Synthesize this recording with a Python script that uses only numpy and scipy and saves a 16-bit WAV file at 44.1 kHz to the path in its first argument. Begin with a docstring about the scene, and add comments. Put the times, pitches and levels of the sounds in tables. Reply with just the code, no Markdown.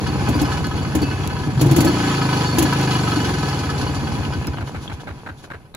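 """Old two-stroke motorcycle, idling and running down

Outdoors, close up, a stereo microphone drifting above the handlebars. The single cylinder pumps
air and clatters on every turn but fires only now and then; a blip of throttle speeds it up.
Then it coasts, slows, and knocks over its last few compressions."""
import sys
import numpy as np
from scipy import signal
from scipy.fft import rfft, irfft
from scipy.io import wavfile
from scipy.ndimage import uniform_filter1d

SR = 44100
rng = np.random.default_rng(int(sys.argv[2]) if len(sys.argv) > 2 else 0)


def master_out(mix):
    """Clip the mix to full scale and print it as 16-bit PCM to the path in sys.argv[1]."""
    frames = np.transpose(np.atleast_2d(mix))
    ceiling = np.clip(frames, -1, 1)
    pcm = np.round(ceiling * 32767).astype(np.int16)
    wavfile.write(sys.argv[1], SR, pcm)


N = 254016
TIME, HZ = np.arange(N) / SR, np.fft.rfftfreq(N, 1 / SR)

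# Charges that catch (all table levels are relative): start_s, bark_db, spit_db, boom_db, pitch_ratio
FIRINGS = [(0.287, -16, -27.5, -16, 0.98), (0.353, -19.5, -37, -22, 0.98), (0.414, -14.5, -25.5, -15, 0.99),
           (.95, -11.5, -20.5, -15, 1.03), (1.016, -12.5, -29, -16, 0.97), (1.47, -19.5, -58, -14, 0.98),
           (1.571, -25.5, -54, -10, 1.17), (1.611, -10.5, -16, -10, 1.02), (1.659, -16, -29, -5, 1.16),
           (1.711, -11.5, -21.5, -2, 1.07), (1.762, -11, -16.5, -9, 1.13), (1.781, -13.5, -33, -4, 0.9),
           (1.804, -15.5, -17, -11, 1.07), (1.845, -11, -21, -23, 1.07), (1.878, -15, -29, -12, 1.13),
           (2.545, -18, -40, -18, 0.81), (2.583, -13, -13.5, -35, 1.1), (2.623, -12.5, -19, -35, 1.03),
           (3.165, -18, -44, -23, 0.99)]
# Hiss of rubbing, rattling metal: frequency_hz, level_db
SIZZLE_SPECTRUM = [(1500, -38), (3200, 4.5), (4500, 1.5), (5500, -0.5), (7000, 0.5), (8500, -19),
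                   (10300, 0), (12000, -11), (13500, -25), (15500, -18.5)]
# Bright hiss of a firing or a click: frequency_hz, level_db
SPIT_SPECTRUM = [(200, -20), (1000, -5), (3000, -2), (5000, -8), (7000, -0.5), (8500, -13.5), (10500, -1),
                 (13000, -8), (16000, -13)]


def pumping(turns, speed, push_angle=.6):
    """The piston pumps air on every turn: an even drone at speed, a thump and fluttering gas when slow."""
    # The gas path's three answers to a push: frequency_hz, level_db, delay_s
    thump_path = [(25.3, -32, -0.0039), (46, -25, -0.0215), (62.8, 2, 0.0137), (83, 0.5, 0.0082),
                  (99.3, 2, -0.0035), (118, -28, -0.039), (194, -26, -0.081)]
    chuff_path = [(57.4, -97, 0.00075), (108, 2, -0.0037), (120, 2, -0.01485), (171, 0, -0.0245),
                  (239.4, -9, -0.0297), (261, -6.5, -0.0152), (286, 1, -0.0139), (333, -11.5, -0.0137),
                  (365, -4, -0.0166), (390, -29, -0.00026), (633, -37, -0.015), (1250, -51, -0.019)]
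    airbox_path = [(61.3, -55, 0.002), (103, -17, 0.00059), (138.2, 2, 0.000019), (148.3, -2, 0.0058),
                   (180, -41, 0.0041), (404, -83, 0.14)]
    # Turbulent gas: frequency_hz, level_db
    gust_spectrum = [(25, -13), (60, -8), (100, 5), (135, 3.5), (190, -1.5), (250, -2), (330, -3.5),
                     (450, -25.5), (900, -29), (3000, -56)]
    opening = throttle()
    thump = gas_pushes(turns, push_angle, thump_path, amp(-4.5 - .09 * np.maximum(speed - 17, 0)))
    chuff = gas_pushes(turns, push_angle, chuff_path, amp(.84 * (speed - 27)))
    airbox = gas_pushes(turns, .92, airbox_path, amp(1 + .43 * (speed - 25) + 6 * opening))
    roughness = np.interp(speed, [5, 9, 15, 18.5], [.25, .4, .55, .015])
    flutter = noise(gust_spectrum) * (.5 + lobe(turns, push_angle - .15, .19))
    gas = thump + np.sqrt(1 - roughness) * chuff + airbox
    # Levelled turn by turn, so the mix above sets only the tone.
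    turn = turns.astype(int)
    turn_power = np.bincount(turn, gas ** 2) / np.bincount(turn)
    power = np.interp(turns, np.arange(turn[-1] + 1) + .5, turn_power)
    pulses = gas * np.sqrt((1 - roughness / 2) / (power + 1e-9)) * amp([[.5], [-.5]])
    airflow = pulses * amp(7.5 * opening) + np.sqrt(roughness) * flutter
    return airflow * speed_gain(speed, base_db=-24, rise_db=3.5, dying_speed=7.5, dying_db=10.5)


def gas_pushes(turns, angle, path, strength):
    """One slightly uneven push of gas a turn, smeared as its path delays each pitch differently."""
    times = np.interp(np.arange(angle, turns[-1], 1), turns, TIME)
    sizes = np.interp(times, TIME, strength) * amp(.3 * rng.standard_normal(len(times)))
    hz, db, delay_s = np.transpose(path)
    phase_lag = 2 * np.pi * np.cumsum(per_bin(np.c_[hz, delay_s])) * SR / N
    muffling = 1 / (1 + (HZ / 1200) ** 6)
    response = muffling * amp(per_bin(np.c_[hz, db])) * np.exp(-1j * phase_lag)
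    return irfft(rfft(impulses(times, sizes)) * response, N)


def throttle(start_s=1.557, open_s=.022, hold_s=.1, close_s=.028):
    """One blip of the throttle, from shut (0) to open (1) and back."""
    return np.interp(TIME, start_s + np.cumsum([0, open_s, hold_s, close_s]), [0, 1, 1, 0])


def firings(rise_s=.0017):
    """A charge barks in the pipe with a rough blast of gas, spits hiss and booms in the air box."""
    # Resonances of the pipe: pitch_hz, width_hz, level_db
    pipe_modes = [(297.5, 28.3, 8.5), (261.7, 21, 0.5), (367, 48, -8), (681, 145, -5.5), (75, 32, 3.5)]
    # Blast of gas: frequency_hz, level_db
    blast_spectrum = [(40, -4), (70, 2), (200, 2), (380, 2), (550, -4), (850, -3.5), (1300, -25),
                      (3000, -38)]
    starts, bark_db, spit_db, boom_db, pitch_ratios = np.transpose(FIRINGS)
    bark, push = np.zeros(N), signal.unit_impulse(SR // 4)
    for start, size, ratio in zip(starts, amp(bark_db), pitch_ratios):
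        at = int(start * SR)
        pipe = sum(amp(db) * gas_ring(push, hz * ratio, width, 37.4) for hz, width, db in pipe_modes)
        bark[at:at + len(push)] += size * pipe
    boom = gas_ring(impulses(starts, amp(boom_db)), hz=129, width_hz=19, onset_width_hz=120)
    spit = bursts(starts, spit_db, rise_s, decay_s=.012) * noise(SPIT_SPECTRUM)
    blast = bursts(starts, bark_db - 9, rise_s, decay_s=.028) * noise(blast_spectrum)
    return (stereo([bark, np.zeros(N)]) + boom) * amp([[.6], [-.6]]) + spit + blast


def gas_ring(x, hz, width_hz, onset_width_hz):
    """A gas resonance that builds up softly after each push."""
    return ring(ring(x, hz, width_hz), hz, onset_width_hz) * SR / (2 * np.pi * width_hz)


def clatter(turns, speed):
    """Piston, rings, bearings and chain rattle in the finned cases."""
    # Body of the cases: frequency_hz, level_db
    case_spectrum = [(200, 36.5), (400, 10), (490, 6), (620, 0.5), (1000, 4.5), (1600, -3), (2000, -4),
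                     (2700, -1), (3700, -35), (5000, -51), (8000, -102)]
    low_cut = signal.butter(4, 380, "highpass", fs=SR, output="sos")
    coarse = rattle(turns, taps_per_s=1100, spread_db=1, decay_s=.0051, accent=.033)
    body = unit_rms(signal.sosfilt(low_cut, fins(colour(coarse, case_spectrum))))
    fine = rattle(turns, taps_per_s=2200, spread_db=2.2, decay_s=.0019, accent=.91)
    sizzle = unit_rms(fins(colour(fine, SIZZLE_SPECTRUM))) + amp(-7) * chain_tinkle(turns)
    sizzle *= speed_gain(speed, base_db=-38.5, rise_db=5.5, dying_speed=20, dying_db=3.5)
    metal = amp(3.23) * body + amp(-4) * piston_slaps(turns)
    metal *= speed_gain(speed, base_db=-32, rise_db=3.5, dying_speed=16, dying_db=5.5)
    # The level dips slightly after a firing.
    fired = impulses([row[0] for row in FIRINGS], np.ones(len(FIRINGS)))
    metal *= amp(-.5 * np.minimum(fade(fired, decay_s=.93), 1))
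    # At a crawl the rattle swells with each stroke, and no two turns are equally hard.
    stroke_db = .5 * np.clip(1 - speed / 16, 0, 1) * np.cos(4 * np.pi * (turns - .52))
    turn_count = int(turns[-1]) + 1
    uneven_db = np.interp(turns, np.arange(turn_count), rng.standard_normal(turn_count))
    return amp(stroke_db + uneven_db) * (metal + sizzle)


def rattle(turns, taps_per_s, spread_db, decay_s, accent, parts=6):
    """Loose parts tap at random, a little harder as the piston changes sides; each has its own ring."""
    force = 1 + accent * lobe(turns, .026, .59) + .2 * lobe(turns, .29, 1)
    t, out = TIME[:3072], np.zeros((2, N))
    for _ in range(parts):
        hits = (rng.random(N) < taps_per_s / parts / SR) * rng.choice([-1, 1], N)
        size = amp(spread_db * np.minimum(rng.exponential(1, N), 3))
        response = rng.standard_normal((2, len(t))) * (np.exp(-t / decay_s) + .6 * np.exp(-t / .012))
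        out += signal.oaconvolve((hits * size * force)[None], response, axes=1)[:, :N]
    return stereo(out)


def fins(x):
    """The cooling fins and cases ring along with the rattle."""
    # Their resonances: pitch_hz, width_hz, level_db
    fin_modes = [(768, 47, 0), (827.5, 20, 4), (985, 35, 1), (1277, 15, -2.5), (1480, 51, 6), (1662, 62, 1),
                 (2130, 34, -9), (2370, 250, -10), (3006, 37, -5), (3160, 25, -5.5), (4410, 400, -1),
                 (5100, 95, -16), (5700, 30, -3)]
    return x + sum(amp(db) * ring(x, hz, width) for hz, width, db in fin_modes)


def piston_slaps(turns, angle=.93, jitter_turns=.04, spread_db=3.5):
    """The piston slaps the barrel once a turn, never quite alike."""
    angles = np.arange(angle, turns[-1], 1)
    late, force = rng.standard_normal((len(angles), 2)).clip(-1, 1).T
    times = np.interp(angles + jitter_turns * late, turns, TIME)
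    return unit_rms(barrel(times, amp(spread_db * force)))


def piston_ticks():
    """Now and then the piston strikes harder: the barrel rings under a short bright edge."""
    # Hardest blows: start_s, ring_db, edge_db
    blows = [(0.066, -23.5, -34), (0.271, -24, -51), (0.394, -34, -32.5), (.446, -23, -45),
             (.522, -24, -34), (.572, -22.5, -44), (0.641, -27, -36), (.713, -25, -47), (0.953, -35, -43),
             (1.027, -19, -37), (1.207, -30, -52), (1.296, -30, -50), (1.398, -26, -40), (1.595, -30, -33),
             (1.785, -19, -30), (1.872, -19, -33), (1.895, -16, -48), (2.033, -20.5, -49), (2.14, -38, -45),
             (2.211, -25, -41), (2.68, -35, -39), (2.759, -25, -38), (2.823, -27, -35), (2.875, -37, -42),
             (2.909, -26, -33), (3.07, -21, -44), (3.159, -29, -32), (3.244, -26, -32), (3.338, -24, -33),
             (3.426, -21, -35), (3.484, -25, -32), (3.589, -30, -30.5), (3.698, -20, -33),
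             (3.778, -32, -31.5), (3.812, -23, -32), (3.946, -26, -32.5), (4.12, -26.5, -40),
             (4.248, -29, -42), (4.334, -23, -40.5)]
    # Their bright edge: frequency_hz, level_db
    edge_spectrum = [(1500, -25), (3600, -7), (4440, -1), (5500, -7), (7000, -10), (8500, -25),
                     (10500, -12), (15000, -41)]
    starts, ring_db, edge_db = np.transpose(blows)
    edges = bursts(starts, edge_db + 2, rise_s=.0015, decay_s=.02)
    return barrel(starts, amp(ring_db)) + edges * noise(edge_spectrum)


def barrel(times, sizes, spread_db=3, detune=.0058):
    """Each blow rings the barrel's modes in its own mix, a little off pitch."""
    # Resonances of the barrel: pitch_hz, width_hz, level_db
    barrel_modes = [(976, 32, -8.5), (1282.4, 17.6, -9.5), (1510, 17, -10.5), (1707, 15, -13),
                    (2060, 24, -21), (2423, 32, -19), (2933, 11, -17.5), (3294, 16, -19), (4260, 28, -17.5),
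                    (4500, 20, -20), (5080, 30, -21)]
    hz, width, db = np.transpose(barrel_modes)
    mix, offset = rng.standard_normal((len(times), 2, len(hz))).clip(-1.5, 1.5).transpose(1, 0, 2)
    gains = sizes[:, None] * amp(db + spread_db * mix)
    pitches = hz * (1 + detune * offset)
    decays = np.tile(1 / (np.pi * width), len(times))
    return chime(np.repeat(times, len(hz)), gains.ravel(), pitches.ravel(), decays)


def chain_tinkle(turns, count=1000, low_hz=1800, high_hz=7500, decay_s=.007, spread_db=5):
    """Chain rollers and loose fittings tinkle, each at its own pitch, more often at speed."""
    # Tone of the tinkling: frequency_hz, level_db
    tinkle_spectrum = [(1800, 1.5), (2500, 3), (3700, -3), (4500, 4.5), (5400, -4), (7500, 1)]
    when, height, force = rng.random((count, 3)).T
    times = np.interp(when * turns[-1], turns, TIME)
    pitches = low_hz * (high_hz / low_hz) ** height
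    tones = chime(times, amp(spread_db * force), pitches, np.full(count, decay_s))
    return unit_rms(colour(tones, tinkle_spectrum))


def pings():
    """Thin loose parts are jolted and ring out above the clatter."""
    # Jolts: start_s, level_db, pitch_hz, decay_s
    jolts = [(0.072, -51, 2510, 0.32), (.083, -31, 4470, 0.017), (.135, -33, 4400, 0.015),
             (.27, -41, 2573, 0.16), (.283, -37, 4440, 0.012), (.345, -30, 4800, 0.017),
             (.43, -34, 5080, 0.013), (.575, -40, 5000, 0.014), (.66, -34, 4270, .014),
             (.755, -34, 4450, .016), (.82, -35, 4520, 0.016), (.89, -41, 4550, 0.014),
             (1.019, -27.5, 4550, 0.024), (1.03, -34, 2600, 0.18), (1.1, -38, 4400, 0.018),
             (1.205, -42, 4470, .016), (1.329, -33, 4550, 0.02), (1.39, -34, 4550, .016),
             (1.604, -26, 4470, 0.015), (1.805, -28, 4530, .012), (1.875, -21, 4400, .014),
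             (2.074, -30, 4380, .014), (2.147, -31, 4520, .018), (2.224, -29, 4450, 0.016),
             (2.3, -33, 4540, .03), (2.37, -32, 4430, 0.037), (2.462, -28, 4470, 0.054),
             (2.519, -31, 4420, 0.036), (2.656, -31, 4600, .014), (2.73, -41, 4320, .014),
             (2.801, -39, 4600, .014), (2.991, -28, 4480, 0.013), (3.156, -30, 4400, .014),
             (3.391, -35, 4520, 0.016), (3.44, -31, 4330, .014), (3.875, -32, 4500, .014),
             (3.965, -32, 4600, 0.019), (4.04, -35, 4500, .016), (4.473, -29, 5300, .008)]
    starts, db, hz, decays = np.transpose(jolts)
    return chime(starts, amp(db), hz, decays)


def drive_knocks(speed, rise_s=.0007, decay_s=.004, tail_s=.042, tail_share=.17):
    """Slack in the drive closes with a gritty chatter; some knocks rebound, later as the crank slows."""
    # Piston and chain knocks: start_s, level_db, clink_hz, clink_share, rebound_ratio, chatter_s
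    knocks = [(4.249, -35, 2900, .3, 0, .005), (4.334, -42, 2570, 0.1, 0, .006),
              (4.419, -42, 2720, .5, 0, 0.007), (4.444, -38, 2530, 0.4, 0, 0.0065),
              (4.475, -33, 2900, 0.02, 0.1, 0.01), (4.569, -34, 2920, 0.1, 0.93, 0.012),
              (4.606, -37, 1500, 0, 0, 0.021), (4.672, -38.5, 3530, 0.02, 0.67, 0.0074),
              (4.745, -34.5, 2200, 0.03, 0.77, 0.016), (4.875, -32, 3280, 0.97, 0, 0.0048),
              (4.897, -32.5, 1410, 0.06, 0.9, 0.0096), (5.003, -41, 3350, 0.13, 0, 0.0085),
              (5.07, -33, 1570, 0.16, 0.72, 0.021), (5.195, -48, 3260, 0.2, 0, 0.009),
              (5.262, -31, 1500, 0.46, 0.89, 0.013), (5.438, -39, 1560, 0, 0, 0.015),
              (5.501, -32, 1560, 0.3, 0.84, 0.021), (5.741, -35, 3800, 0.3, 0.46, 0.015)]
    # Their chatter: frequency_hz, level_db
    chatter_spectrum = [(100, 6), (300, 1.5), (550, 1), (800, 3.5), (1100, -3.5), (1520, 3.5), (1750, -4),
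                        (1900, -10), (2200, -3), (2900, -12.5), (3500, -19), (4000, -12), (5000, -29),
                        (10000, -33), (16000, -50)]
    out, chatter = np.zeros((2, N)), noise(chatter_spectrum)
    white = unit_rms(stereo(rng.standard_normal((2, N))))
    grit_db = 2.6 * unit_rms(uniform_filter1d(rng.standard_normal(N), size=90))
    for start, db, hz, share, rebound, chatter_s in knocks:
        gap_s = max(.063 - .0076 * np.interp(start, TIME, speed), 0)
        span = slice(int(start * SR), int(start * SR) + SR // 5)
        power = 0
        for onset, size in (start, 1), (start + gap_s, rebound):
            t = np.maximum(TIME[span] - onset, 0)
            after = np.maximum(t - chatter_s, 0)
            release = (1 - tail_share) * np.exp(-after / decay_s) + tail_share * np.exp(-after / tail_s)
            power += (size * (1 - np.exp(-t / rise_s)) * release) ** 2
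        clink = unit_rms(ring(ring(white[:, span], hz, width_hz=260), hz, width_hz=520))
        texture = np.sqrt(1 - share) * chatter[:, span] + np.sqrt(share) * clink
        out[:, span] += amp(db + 3) * np.sqrt(power) * texture
    return out * unit_rms(amp(grit_db))


def ring_rasps():
    """The piston rings slide along the barrel with a soft hiss between the last compressions."""
    # Slides: start_s, length_s, level_db
    slides = [(4.652, 0.061, -41.5), (4.803, 0.074, -40.5), (4.919, .04, -42), (4.997, 0.033, -43),
              (5.364, 0.066, -46), (5.422, 0.049, -41.5)]
    swell = sum(amp(db - 3) * np.sin(np.pi * np.clip((TIME - start) / length, 0, 1))
                for start, length, db in slides)
    return swell * noise(SIZZLE_SPECTRUM)


def handlebar_clicks():
    """The throttle grip and ignition key give small sharp clicks."""
    # Clicks: start_s, level_db
    clicks = [(0.669, -27.5), (1.275, -21.5), (2.734, -24), (2.812, -26), (3.232, -37), (4.47, -24),
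              (5.749, -29)]
    starts, db = np.transpose(clicks)
    return fade(impulses(starts, amp(db)), decay_s=.0022) * noise(SPIT_SPECTRUM)


def outdoor_air():
    """A quiet, steady rumble and hiss behind the engine."""
    # Open air: frequency_hz, level_db
    air_spectrum = [(30, 8), (130, 4), (300, -8), (550, -7), (1500, -26), (2500, -25), (7000, -42),
                    (11000, -26), (15000, -48)]
    return amp(-46) * noise(air_spectrum)


def stereo(pair):
    """Two unrelated sounds become the partly alike left and right of the microphone."""
    # Likeness of the channels: frequency_hz, coherence
    likeness = [(60, 0.44), (250, 0.98), (500, 0.85), (1000, 0.93), (2000, 0.11), (5000, 0.036),
                (10000, 0.34)]
    # Phase of the left ahead of the right: frequency_hz, lead_rad
    left_lead = [(100, -0.28), (400, -0.71), (1000, -0.87), (2000, -1.03), (4000, -0.51), (10000, -1.63)]
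    left, other = rfft(pair)
    same = per_bin(likeness)
    right = (same * left + np.sqrt(1 - same ** 2) * other) * np.exp(-1j * per_bin(left_lead))
    return irfft(np.array([left, right]), N)


def chime(times, sizes, pitches, decays, rise_s=.0004, lead_rad=.9):
    """Each event rings one dying tone, which reaches left and right out of step."""
    out, scatter = np.zeros((2, N)), rng.standard_normal((len(times), 2))
    for start, size, hz, decay, (cycles, skew) in zip(times, sizes, pitches, decays, scatter):
        span = out[:, max(int(start * SR), 0):][:, :int(5 * decay * SR)]
        t = TIME[:span.shape[1]]
        phase = 2 * np.pi * cycles + np.array([[0], [lead_rad + skew]])
        span += size * np.exp(-t / decay) * (1 - np.exp(-t / rise_s)) * np.sin(2 * np.pi * hz * t + phase)
    return out


def speed_gain(speed, base_db, rise_db, dying_speed, dying_db, idle_speed=15):
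    """Gains rise_db per doubling of speed; loses a further dying_db per halving below dying_speed."""
    crawl = np.maximum(np.log2(dying_speed / speed), 0)
    return amp(base_db + rise_db * np.log2(speed / idle_speed) - dying_db * crawl)


def lobe(turns, angle, width):
    """A smooth swell at one crank angle; angle and width are in turns."""
    return np.exp((np.cos(2 * np.pi * (turns - angle)) - 1) / (2 * np.pi * width) ** 2)


def bursts(times, db, rise_s, decay_s):
    """An envelope that rises and dies away at each event."""
    hits = impulses(times, amp(db))
    return fade(hits, decay_s) - fade(hits, rise_s)


def impulses(times, sizes):
    """A train of impulses."""
    return np.bincount(np.clip(np.round(np.asarray(times) * SR), 0, N - 1).astype(int), sizes, N)


def fade(x, decay_s):
    """Gives each impulse an exponential tail."""
    return signal.lfilter([1], [1, -np.exp(-1 / (decay_s * SR))], x)


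def ring(x, hz, width_hz):
    """A resonance of gain 1."""
    return signal.lfilter(*signal.iirpeak(hz, hz / width_hz, SR), x)


def noise(spectrum):
    """Coloured stereo noise of rms 1."""
    return unit_rms(stereo(colour(rng.standard_normal((2, N)), spectrum)))


def colour(x, spectrum):
    """Filters by a broad spectrum."""
    return irfft(rfft(x) * amp(per_bin(spectrum)), N)


def per_bin(rows):
    """A table of frequencies and values, at every frequency bin."""
    hz, value = np.transpose(rows)
    return np.interp(np.log(HZ + 1), np.log(hz), value)


def amp(db):
    """Decibels to gain."""
    return 10 ** (np.asarray(db) / 20)


def unit_rms(x):
    """Scales to rms 1."""
    return x / np.sqrt(np.mean(x ** 2) + 1e-20)


def scene():
    """The turning crank drives gas and metal alike, over quiet outdoor air."""
    # The crank, wound up by runs of firings and dragged down by friction: time_s, turns_per_s
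    crank_speed = [(0.0, 15.21), (0.23, 14.89), (0.5, 16.17), (0.91, 13.82), (1.07, 16.6), (1.53, 13.91),
                   (1.67, 17.49), (1.92, 30.4), (2.3, 26.2), (2.58, 23.32), (2.7, 28.1), (3.11, 23.37),
                   (3.19, 23.27), (3.93, 15.25), (4.64, 6.78), (5.2, 5.15), (5.39, 4.13), (5.57, 3.9),
                   (5.76, 1.5)]
    # The microphone drifts from above the tank to the headlamp and back: time_s, gain_db
    nearness = [(0, 0.5), (.45, 1.5), (.8, -0.5), (1.45, -1.5), (1.9, 0), (2.9, 1.5), (3.8, -1), (4.3, 2),
                (5.7, -4.5)]
    speed = np.interp(TIME, *np.transpose(crank_speed))
    turns = np.cumsum(speed) / SR
    engine = (pumping(turns, speed) + firings() + clatter(turns, speed) + piston_ticks()
              + pings() + drive_knocks(speed) + ring_rasps())
    engine *= amp(np.interp(TIME, *np.transpose(nearness)))
    return engine + handlebar_clicks() + outdoor_air()


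def record(dry):
    """The microphone loses the deepest bass and the recorder cuts the highest treble."""
    # Microphone response: frequency_hz, gain_db
    mic_response = [(20, -12), (31, 0), (42, -5.5), (100, 0.5)]
    low_pass = signal.firwin(511, 15900, window=("kaiser", 9), fs=SR)
    return signal.oaconvolve(colour(dry, mic_response), low_pass[None], "same")


dry = scene()
out = record(dry)
master_out(out)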